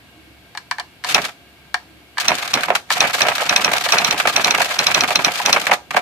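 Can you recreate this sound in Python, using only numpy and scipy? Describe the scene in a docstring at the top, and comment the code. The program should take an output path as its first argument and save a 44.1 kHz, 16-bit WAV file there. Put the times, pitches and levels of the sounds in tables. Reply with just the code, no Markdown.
"""Electric ball typewriter, close up.

A quiet workshop, a stereo pair of microphones just above the carrier: a few keys, one letter, then a
quick line. Each letter is a print cycle: clutch and linkages rattle, the type ball cracks against the
platen, the carrier steps and knocks home. The motor hums underneath, and the hardest blows overload
the microphones."""
import sys
import numpy as np
from scipy import signal
from scipy.fft import rfft, irfft, next_fast_len
from scipy.io import wavfile
from scipy.ndimage import uniform_filter1d, map_coordinates

SR = 44100
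rng = np.random.default_rng(int(sys.argv[2]) if len(sys.argv) > 2 else 0)


def digitize_waveform(pressure):
    """Quantize a signal to 16-bit integers and store it at the path in sys.argv[1].

    Rows of a 2-D input are taken as channels; values are limited to [-1, 1].
    """
    field = np.atleast_2d(pressure).T
    bounded = np.clip(field, -1, 1)
    quanta = np.round(bounded * 32767).astype(np.int16)
    wavfile.write(sys.argv[1], SR, quanta)


N = 265173

# letters, as the ball meets the platen: t/s, then relative level/dB of ball, rocker, carrier, ball turn
STRIKES = [(1.146, -1.5, 3, 2, 3), (2.2826, -4.5, 2, 2.5, -2), (2.5391, -7, -1, 1, -6),
           (3.0054, -5.5, 5, 4, 1), (3.2185, -7, 0, -1, 1), (3.4941, -8, -1, 1, -3),
           (3.5619, -4, -2, -3, 0), (3.6462, -6.5, 0, 1, 4), (3.9224, -6, 5, -2, 1),
           (3.9845, -9, -2, -1, -1), (4.0469, -7, -5, -3, 0), (4.1097, -9.5, -1, -5, 3),
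           (4.3631, -7, 0, 0, -1), (4.4455, -7, 2, 1, 3), (4.5082, -8, -5, -1, 4), (4.7905, -8, 0, -4, -2),
           (4.8681, -5.5, 0, -2, 0), (4.9463, -6.5, 2, 1, 2), (5.0078, -8.5, -2, -1, 0),
           (5.157, -4.5, -7, 0, 0), (5.2471, -4.5, 0, 1, -2), (5.4605, -7, 3, 1, -6),
           (5.5285, -1.5, 1, 6, 4)]
# spaces, as the carrier lands: t/s, latch lead/s, relative level/dB of latch and landing's three bands
SPACES = [(2.702, .069, -2, -7, -12.5, -28), (3.283, .078, 1, -13, -12, -17),
          (3.733, .045, -12, -15, -13, -14), (4.272, .073, 2, -15, -10, -14),
          (4.602, .055, 1, -11, -14.5, -36), (5.105, .07, -1, -14, -16, -22),
          (5.714, .046, 1, -6, -5.5, -27), (5.965, .058, -7, -6.5, -8.5, -17)]
# stretches of typing, linkages in motion: start t/s, end t/s, relative level/dB
TYPING_RUNS = [(1.07, 1.29, -1.5), (2.197, 2.69, -2.5), (2.757, 2.775, -4), (2.915, 4.72, .5),
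               (4.745, 5.745, -1.2), (5.945, 5.975, -3)]
# the three bands of a contact (body, middle, edge): low f/Hz, high f/Hz
BANDS = [(400, 1000), (1000, 2800), (2800, 15500)]


def amp(db):
    """Decibels to gain."""
    return 10 ** (np.asarray(db) / 20)


def unit(x):
    """x at rms 1."""
    return x / np.sqrt(np.mean(x ** 2) + 1e-20)


def along(points, hz):
    """Interpolate (f/Hz, value) points on a log axis."""
    f, value = np.transpose(points)
    return np.interp(np.log(hz + 1), np.log(f + 1), value)


def add(track, start, sound):
    """Lay a stereo sound into the track at start seconds."""
    part = track[:, max(round(start * SR), 0):][:, :sound.shape[1]]
    part += sound[:, :part.shape[1]]


def filtered(x, response):
    """Pass x through a complex frequency response."""
    n = x.shape[-1]
    size = next_fast_len(n + SR // 8, True)
    return irfft(rfft(x, size) * response(np.fft.rfftfreq(size, 1 / SR)), size)[..., :n]


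def coloured(x, tone, size=2048):
    """Minimum-phase filter through (f/Hz, level/dB) points."""
    cepstrum = irfft(np.log(amp(along(tone, np.fft.rfftfreq(size, 1 / SR)))))
    cepstrum[1:size // 2] *= 2
    cepstrum[size // 2 + 1:] = 0
    kernel = irfft(np.exp(rfft(cepstrum))).reshape((1,) * (x.ndim - 1) + (-1,))
    return signal.fftconvolve(x, kernel, axes=-1)[..., :x.shape[-1]]


def band(x, edges, order=3):
    """Causal band-pass."""
    return signal.sosfilt(signal.butter(order, edges, 'band', fs=SR, output='sos'), x)


def resonance(hz, centre, width):
    """Response of one damped mode."""
    return 1j * hz * width / (centre ** 2 - hz ** 2 + 1j * hz * width)


def spread(pair):
    """Two unrelated signals reach the microphones alike in the bass, apart in the treble."""
    # likeness of left and right: f/Hz, correlation
    likeness = [(60, 1), (250, 0.66), (650, 0.86), (1200, 0.53), (2000, 0), (4000, 0), (12000, 0.069)]

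    def weights(hz):
        angle = np.arccos(np.clip(along(likeness, hz), -1, 1)) / 2
        return np.array([np.cos(angle), np.sin(angle)])

    mid, side = filtered(pair, weights)
    return np.stack([mid + side, mid - side])


def lean(x):
    """Some registers sit to the left, others to the right."""
    # stereo balance: f/Hz, left minus right level/dB
    balance = [(60, -8), (110, 6.5), (200, -3.5), (380, -4), (700, -2), (1290, -4.0), (2380, -2),
               (4400, 6.5), (8120, 0.0), (15000, 6.5)]
    return filtered(x, lambda hz: amp(np.outer([.5, -.5], along(balance, hz))))


def stereo_noise():
    """White noise across both microphones."""
    return spread(rng.standard_normal((2, N)))


def room_air():
    """Steady room tone of the workshop."""
    # spectrum of the air: f/Hz, relative level/dB
    air_tone = [(25, -52), (50, -23), (90, -10.5), (160, -12), (240, -13.5), (330, -12.5), (480, -19.5),
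                (640, -18.5), (1000, -22.5), (3200, -21.5), (4500, -24.5), (5800, -33), (9000, -34),
                (14500, -34.5)]
    return unit(coloured(stereo_noise(), air_tone))


def drone():
    """A faint low drone swells twice."""
    # swells: t/s, relative level/dB, half width/s
    swells = [(.25, -51, .14), (1.94, -49, .09)]
    t = np.arange(N) / SR
    gain = sum(amp(db) * np.exp(-((t - peak) / width) ** 2) for peak, db, width in swells)
    return gain * unit(band(stereo_noise(), (285, 330), order=2))


def workshop(x, wet_db):
    """The cluttered room adds a short tail, 5 ms behind the direct sound."""
    # reverberation: f/Hz, t60/s
    decay_times = [(150, 0.41), (700, 0.27), (2500, 0.16), (6000, 0.31), (14000, 0.2)]
    hz, t, spectra = signal.stft(rng.standard_normal((2, SR // 2)), SR, nperseg=256)
    fade = amp(-60 * t / along(decay_times, hz)[:, None])
    tail = signal.istft(spectra * fade, SR, nperseg=256)[1]
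    tail = np.pad(spread(tail), ((0, 0), (SR // 200, 0)))
    return x + amp(wet_db) * signal.fftconvolve(x, tail / np.linalg.norm(tail[0]), axes=1)[:, :N]


def motor():
    """The idling motor and belt hum and whirr in narrow resonances."""
    # motor and belt resonances: f/Hz, width/Hz, relative level/dB
    modes = [(66.8, 4, 1), (112, 12, -4), (694, 26, -1), (1600, 81, 0.5), (2204, 74, 1.5), (2370, 80, -4),
             (2653, 54, -2.5), (2840, 13, -1), (3260, 140, -7)]

    def response(f):
        return sum(amp(db) * abs(resonance(f, hz, width)) ** 2 / np.sqrt(width) for hz, width, db in modes)

    return unit(filtered(stereo_noise(), response))


def frame(x, ring_db):
    """Every blow sets the steel frame ringing."""
    # frame modes: f/Hz, width/Hz, relative level/dB
    modes = [(610.7, 19.5, -4), (724, 28, 8.5), (830, 27, -10), (1203, 21, 1.5), (1312, 46, 0),
             (1618, 87, -1), (2300, 68, -1), (2540, 20, -4), (3110, 16, -12), (3650, 22, -5),
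             (4010, 20, -22), (5200, 38, -10)]
    ring = filtered(x, lambda f: sum(amp(db) * resonance(f, hz, width) for hz, width, db in modes))
    return x + amp(ring_db) * ring


def metal(force):
    """Small steel parts with too many modes to tell apart."""
    # spectrum of the steel: f/Hz, relative level/dB
    steel_tone = [(200, -19.5), (400, -10), (600, -4), (800, -3), (1300, -3), (2000, -2), (2600, -2),
                  (4300, -6.5), (5200, -10.5), (7000, -12.5), (10000, -18.5), (14500, -22)]
    return coloured(force, steel_tone)


def rattle(per_s, spike_db, life_s):
    """Dense tiny collisions of random size, each ringing for an instant."""
    hits = (rng.random(N) < per_s / SR) * amp(spike_db * np.minimum(rng.exponential(1, N), 3))
    energy = signal.lfilter([1], [1, -np.exp(-2 / (life_s * SR))], hits ** 2)
    return rng.standard_normal((2, N)) * np.sqrt(energy)


def shaft(rise_db_per_s=700, fall_db_per_s=600):
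    """Gain of the cycle shaft: it spins up into each stretch of typing and runs down after it."""
    t = np.arange(N) / SR
    ramps = [db + np.minimum(np.minimum(rise_db_per_s * (t - start), fall_db_per_s * (end - t)), 0)
             for start, end, db in TYPING_RUNS]
    return amp(np.max(ramps, axis=0))


def dwells():
    """Gains of levers and springs: they rest before the ball locks and around each carrier landing."""
    # rests in a print cycle: t/s from the strike, half width/s, lever level/dB, spring level/dB
    letter_rests = [(-.013, .008, -5, -9), (.045, .017, -3, -9)]
    space_rests = [(-.014, .013, -3, -10)]
    t = np.arange(-SR // 8, SR // 8) / SR
    db = np.zeros((2, N))
    for events, rests in ((STRIKES, letter_rests), (SPACES, space_rests)):
        dip = sum(np.outer(depths, np.exp(-((t - at) / width) ** 2)) for at, width, *depths in rests)
        for at, *_ in events:
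            add(db, at + t[0], dip)
    return amp(db)


def jolts(delay_s=.034, space_db=-3.5, rise_db_per_s=240, fall_db_per_s=260):
    """Gain of the case's thud: it swells to each carrier step and dies away."""
    t = np.arange(N) / SR
    steps = [(at + delay_s, .25 * carrier_db) for at, _, _, carrier_db, _ in STRIKES]
    steps += [(at, space_db) for at, *_ in SPACES]
    ramps = [db + np.minimum(rise_db_per_s * (t - at), fall_db_per_s * (at - t)) for at, db in steps]
    return amp(np.max(ramps, axis=0))


def linkages(thud_db, shake_db, lever_db, spring_db, surge_db):
    """While the shaft turns, levers and springs rattle in quick surges and the case thuds."""
    # spectrum of the case: f/Hz, relative level/dB
    case_tone = [(18, -47), (30, -26.5), (75, -11), (108, -8), (152, 2), (184, -1), (247, 1.5), (328, -0.5),
                 (450, -2.5), (580, -18.5), (990, -120)]
    t = np.arange(N) / SR
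    turning = shaft()
    case_gain = amp(thud_db) * np.hypot(jolts(), amp(shake_db) * turning)
    lever_gain, spring_gain = turning * dwells()
    surge = unit(amp(surge_db * map_coordinates(rng.standard_normal(N // 100), [t * 70])))
    case = coloured(rattle(per_s=200, spike_db=-2.5, life_s=.0078), case_tone)
    levers = band(metal(rattle(per_s=500, spike_db=-1, life_s=.0074)), (400, 2800))
    springs = band(metal(rattle(per_s=480, spike_db=1.5, life_s=.0036)), BANDS[2])
    levers = amp(lever_db) * lever_gain * unit(spread(levers))
    springs = amp(spring_db) * spring_gain * unit(spread(springs))
    return case_gain * unit(spread(case)) + surge * (levers + springs)


def contacts(rows, part, gains_db, t60s, rise_s, hold_s, tail_db, tail_t60, grain_db):
    """Each row (t/s, body, middle, edge level/dB) shakes a part; each band has its own decay."""
    starts, *band_db = np.transpose(rows)
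    t = np.arange(SR // 10) / SR
    ringing_s = np.maximum(t - hold_s, 0)  # the parts chatter for a moment before they ring out
    attack = 1 - np.exp(-t / rise_s)
    tail = amp(tail_db - 60 * ringing_s / tail_t60)
    grain = amp(grain_db * unit(uniform_filter1d(rng.standard_normal((len(starts), 1, len(t))), 90)))
    hits = 0
    for edges, db, gain_db, t60 in zip(BANDS, band_db, gains_db, t60s):
        envelope = attack * (amp(-60 * ringing_s / t60) + tail)
        force = rng.standard_normal((len(starts), 2, len(t))) * grain * envelope
        ring = band(part(force), edges)
        ring /= np.sqrt(np.mean(ring ** 2, axis=(1, 2), keepdims=True))
        hits = hits + ring * amp(db + gain_db)[:, None, None]
    track = np.zeros((2, N))
    for start, hit in zip(starts, hits):
        add(track, start, hit)
    return spread(track)


def key_lever(force, snap=22):
    """A key lever meets its stop with one clean snap that rings a few broad modes."""
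    # lever modes: f/Hz, width/Hz, relative level/dB
    modes = [(815, 190, -1), (1023, 173, 1), (1750, 160, 3), (2370, 180, -6.5), (2940, 290, -7),
             (4400, 450, -6.5), (5550, 520, -12), (8000, 3200, -21.5)]
    impulse = np.outer([1, .5], np.arange(force.shape[-1]) == SR // 1000)
    return filtered(force + snap * impulse, lambda f: sum(
        (-1) ** k * amp(db) * resonance(f, hz, width) for k, (hz, width, db) in enumerate(modes)))


def keyboard():
    """Key levers click, mostly ahead of the quick line."""
    # key contacts: t/s, relative level/dB of body, middle, edge
    presses = [(0.549, -30.5, -32, -39.5), (0.573, -39, -24.5, -26), (0.711, -24.5, -15.5, -21),
               (0.783, -24.5, -23.0, -33), (0.797, -27.5, -23.5, -24.5), (1.038, -40.0, -24, -30),
               (1.045, -25, -21, -22.0), (1.742, -18, -13, -19), (2.171, -45, -24.5, -43),
               (2.181, -26, -15.5, -20.5), (2.903, -24, -12.5, -19.5), (3.888, -19, -17, -20),
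               (5.399, -16.5, -23, -35.0)]
    return contacts(presses, key_lever, gains_db=[-14.5, -12.5, -13], t60s=[.035, .035, .03],
                    rise_s=.00073, hold_s=.0037, tail_db=-12, tail_t60=.15, grain_db=.5)


def small_clicks(count=60, per_s=10, bands_db=(-38, -28, -25), scatter_db=2):
    """Contact rows for small levers and pawls that click at random while the linkages move."""
    times = TYPING_RUNS[0][0] + np.cumsum(rng.uniform(.3, 1.7, count)) / per_s
    rows = np.column_stack([times, bands_db + scatter_db * rng.standard_normal((count, 1))])
    typing = np.any([(times > start) & (times < end) for start, end, _ in TYPING_RUNS], axis=0)
    return rows[typing]


def space_cycles():
    """Knock and chatter rows for every space: the carrier steps without printing."""
    knocks, chatter = [], []
    for at, lead, latch_db, *landing_db in SPACES:
        knocks += [(at - lead, *np.add((-23, -12, -18), latch_db)),  # the latch trips
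                   (at - .02, -17, -20, -36),  # the pawl lifts
                   (at, *landing_db)]
        chatter.append((at + .012, *np.add(landing_db, -11)))  # the carrier rebounds
    return knocks, chatter


def print_cycles(cycle_s=.1, scatter_s=.001, scatter_db=1):
    """Knock and chatter rows for every letter; the clutch holds if the next comes within cycle_s."""
    # the clutch grabs the shaft to start a word or a lone letter: t/s, relative level/dB
    clutch_grabs = [(1.088, 1), (2.2, 2), (2.922, 4), (3.135, 1), (3.838, 1), (4.178, -3), (4.283, 1),
                    (4.708, -5), (5.082, -4), (5.374, -2)]
    strikes, _, rocker_db, carrier_db, turn_db = np.transpose(STRIKES)
    last_strikes = strikes[np.r_[np.diff(strikes) > cycle_s, True]]

    def scattered(times, bands_db, accent_db=0):
        rows = np.column_stack(np.broadcast_arrays(times, *(db + accent_db for db in bands_db)))
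        return rows + rng.standard_normal(rows.shape) * [scatter_s, scatter_db, scatter_db, scatter_db]

    grab = [(at, *np.add((-36, -24.5, -17), db)) for at, db in clutch_grabs]
    carrier_step = scattered(strikes + .032, (-17.5, -16.5, -30), carrier_db)
    clutch_release = scattered(last_strikes + .069, (-34, -27, -22))
    ball_turn = scattered(strikes - .038, (-33, -24, -20.5), turn_db)
    rocker_return = scattered(strikes + .007, (-16.5, -17, -25), rocker_db)
    carrier_settle = scattered(strikes + .039, (-26, -23, -32), carrier_db)
    return [*carrier_step, *clutch_release], [*grab, *ball_turn, *rocker_return, *carrier_settle]


def mechanism():
    """Steel meets steel in letters and spaces: sharp knocks and longer bursts of chatter."""
    # levers hitting their stops hard: t/s, relative level/dB of body, middle, edge
    lever_stops = [(2.751, -18.5, -11, -12), (3.048, -22, -15, -25), (3.146, -19, -28, -19),
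                   (3.316, -17, -17, -38), (3.352, -32, -21, -17), (3.381, -25, -19.5, -21),
                   (3.417, -14, -24, -19), (3.752, -19, -23, -42), (3.78, -30, -21, -17.5),
                   (3.809, -28, -22, -21), (3.861, -18, -17, -38), (3.968, -27, -13, -27),
                   (4.253, -19, -16, -31), (4.617, -34, -13.5, -14), (4.645, -27, -22, -20),
                   (4.914, -30, -15, -27), (5.735, -28, -16, -16)]
    letter_knocks, letter_chatter = print_cycles()
    space_knocks, space_chatter = space_cycles()
    knocks = contacts(np.vstack([letter_knocks, space_knocks, lever_stops, small_clicks()]), metal,
                      gains_db=[-15, -13.4, -13], t60s=[.042, .038, .033],
                      rise_s=.00012, hold_s=.0036, tail_db=-11.5, tail_t60=.087, grain_db=2.5)
    chatter = contacts(letter_chatter + space_chatter, metal,
                       gains_db=[-15, -13.5, -12.7], t60s=[.045] * 3,
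                       rise_s=.00025, hold_s=.015, tail_db=-32, tail_t60=.18, grain_db=2)
    return knocks + chatter


def detents(lead_s=.005):
    """Just before each letter a detent clicks into the teeth of the ball and locks it."""
    rows = [(at - lead_s, -43.5, -31, -37.5) for at, *_ in STRIKES]
    return contacts(rows, metal, gains_db=[0, 0, 0], t60s=[.025] * 3,
                    rise_s=.00039, hold_s=.011, tail_db=-21, tail_t60=.1, grain_db=.5)


def type_ball(gain_db, scatter_db, split_hz, low_delay_s, chatter_db, chatter_t60, left_lag_s):
    """The ball slaps the platen: its high modes ping at once, heavier parts answer a moment later."""
    # modes of ball and platen: f/Hz, width/Hz, relative level/dB left and right
    modes = [(1200, 170, -20, -7.5), (2045, 78, -16.5, -8.5), (2550, 140, 5, -10.5), (3170, 130, -10.5, -4),
             (3560, 120, 1, -1), (4106, 90, 3.5, 4), (5210, 170, -4.5, 0), (5830, 300, 1, 4.5),
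             (5852, 320, 4.5, -6.5), (8060, 1100, -47, -20), (13600, 470, -28, -23)]
    hz, width, left_db, right_db = np.transpose(modes)
    t = np.arange(SR // 16) / SR
    age = np.maximum(t - low_delay_s * (hz < split_hz)[:, None], 0)
    decay = np.exp(-np.pi * width[:, None] * age)
    polarity = (-1) ** np.arange(len(hz))
    track = np.zeros((2, N))
    for at, db, *_ in STRIKES:
        weights = amp([left_db, right_db] + rng.normal(0, scatter_db, len(hz))) * width * polarity
        pitch = hz * (1 + rng.normal(0, .0084, len(hz)))
        ring = unit(weights @ (np.sin(2 * np.pi * pitch[:, None] * age) * decay))
        # the ball chatters on its post as it falls back
        force = rng.standard_normal((2, len(t))) * amp(-60 * t / chatter_t60)
        chatter = unit(signal.fftconvolve(ring, force, axes=1)[:, :len(t)])
        add(track, at, amp(db + gain_db) * (ring + amp(chatter_db) * chatter))
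    track = band(track, (500, 15500), order=2)
    # the print point is nearer to the right microphone
    return filtered(track, lambda f: np.exp(-2j * np.pi * np.outer([left_lag_s, 0], f)))


def scene():
    """Parts and ball sound through the frame, close to the microphones, over motor and room tone."""
    parts = keyboard() + mechanism()
    parts += linkages(thud_db=-31, shake_db=-16, lever_db=-27.5, spring_db=-29, surge_db=3.7)
    parts += detents()
    ball = type_ball(gain_db=-11.3, scatter_db=2, split_hz=4700, low_delay_s=.000771,
                     chatter_db=-8, chatter_t60=.064, left_lag_s=.00008)
    parts = workshop(lean(frame(parts, ring_db=-2.5)), wet_db=-16)
    ball = workshop(frame(ball, ring_db=-8), wet_db=-25.5)
    background = amp(-53) * motor() + amp(-49) * room_air() + amp(-2) * drone()
    return background + parts + ball


def record(dry):
    """The hardest blows overload the microphones and flatten; the top of the treble is cut off."""
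    clipped = dry / (1 + dry ** 8) ** (1 / 8)
    return filtered(clipped, lambda hz: hz < 14900)


dry = scene()
out = record(dry)
digitize_waveform(out)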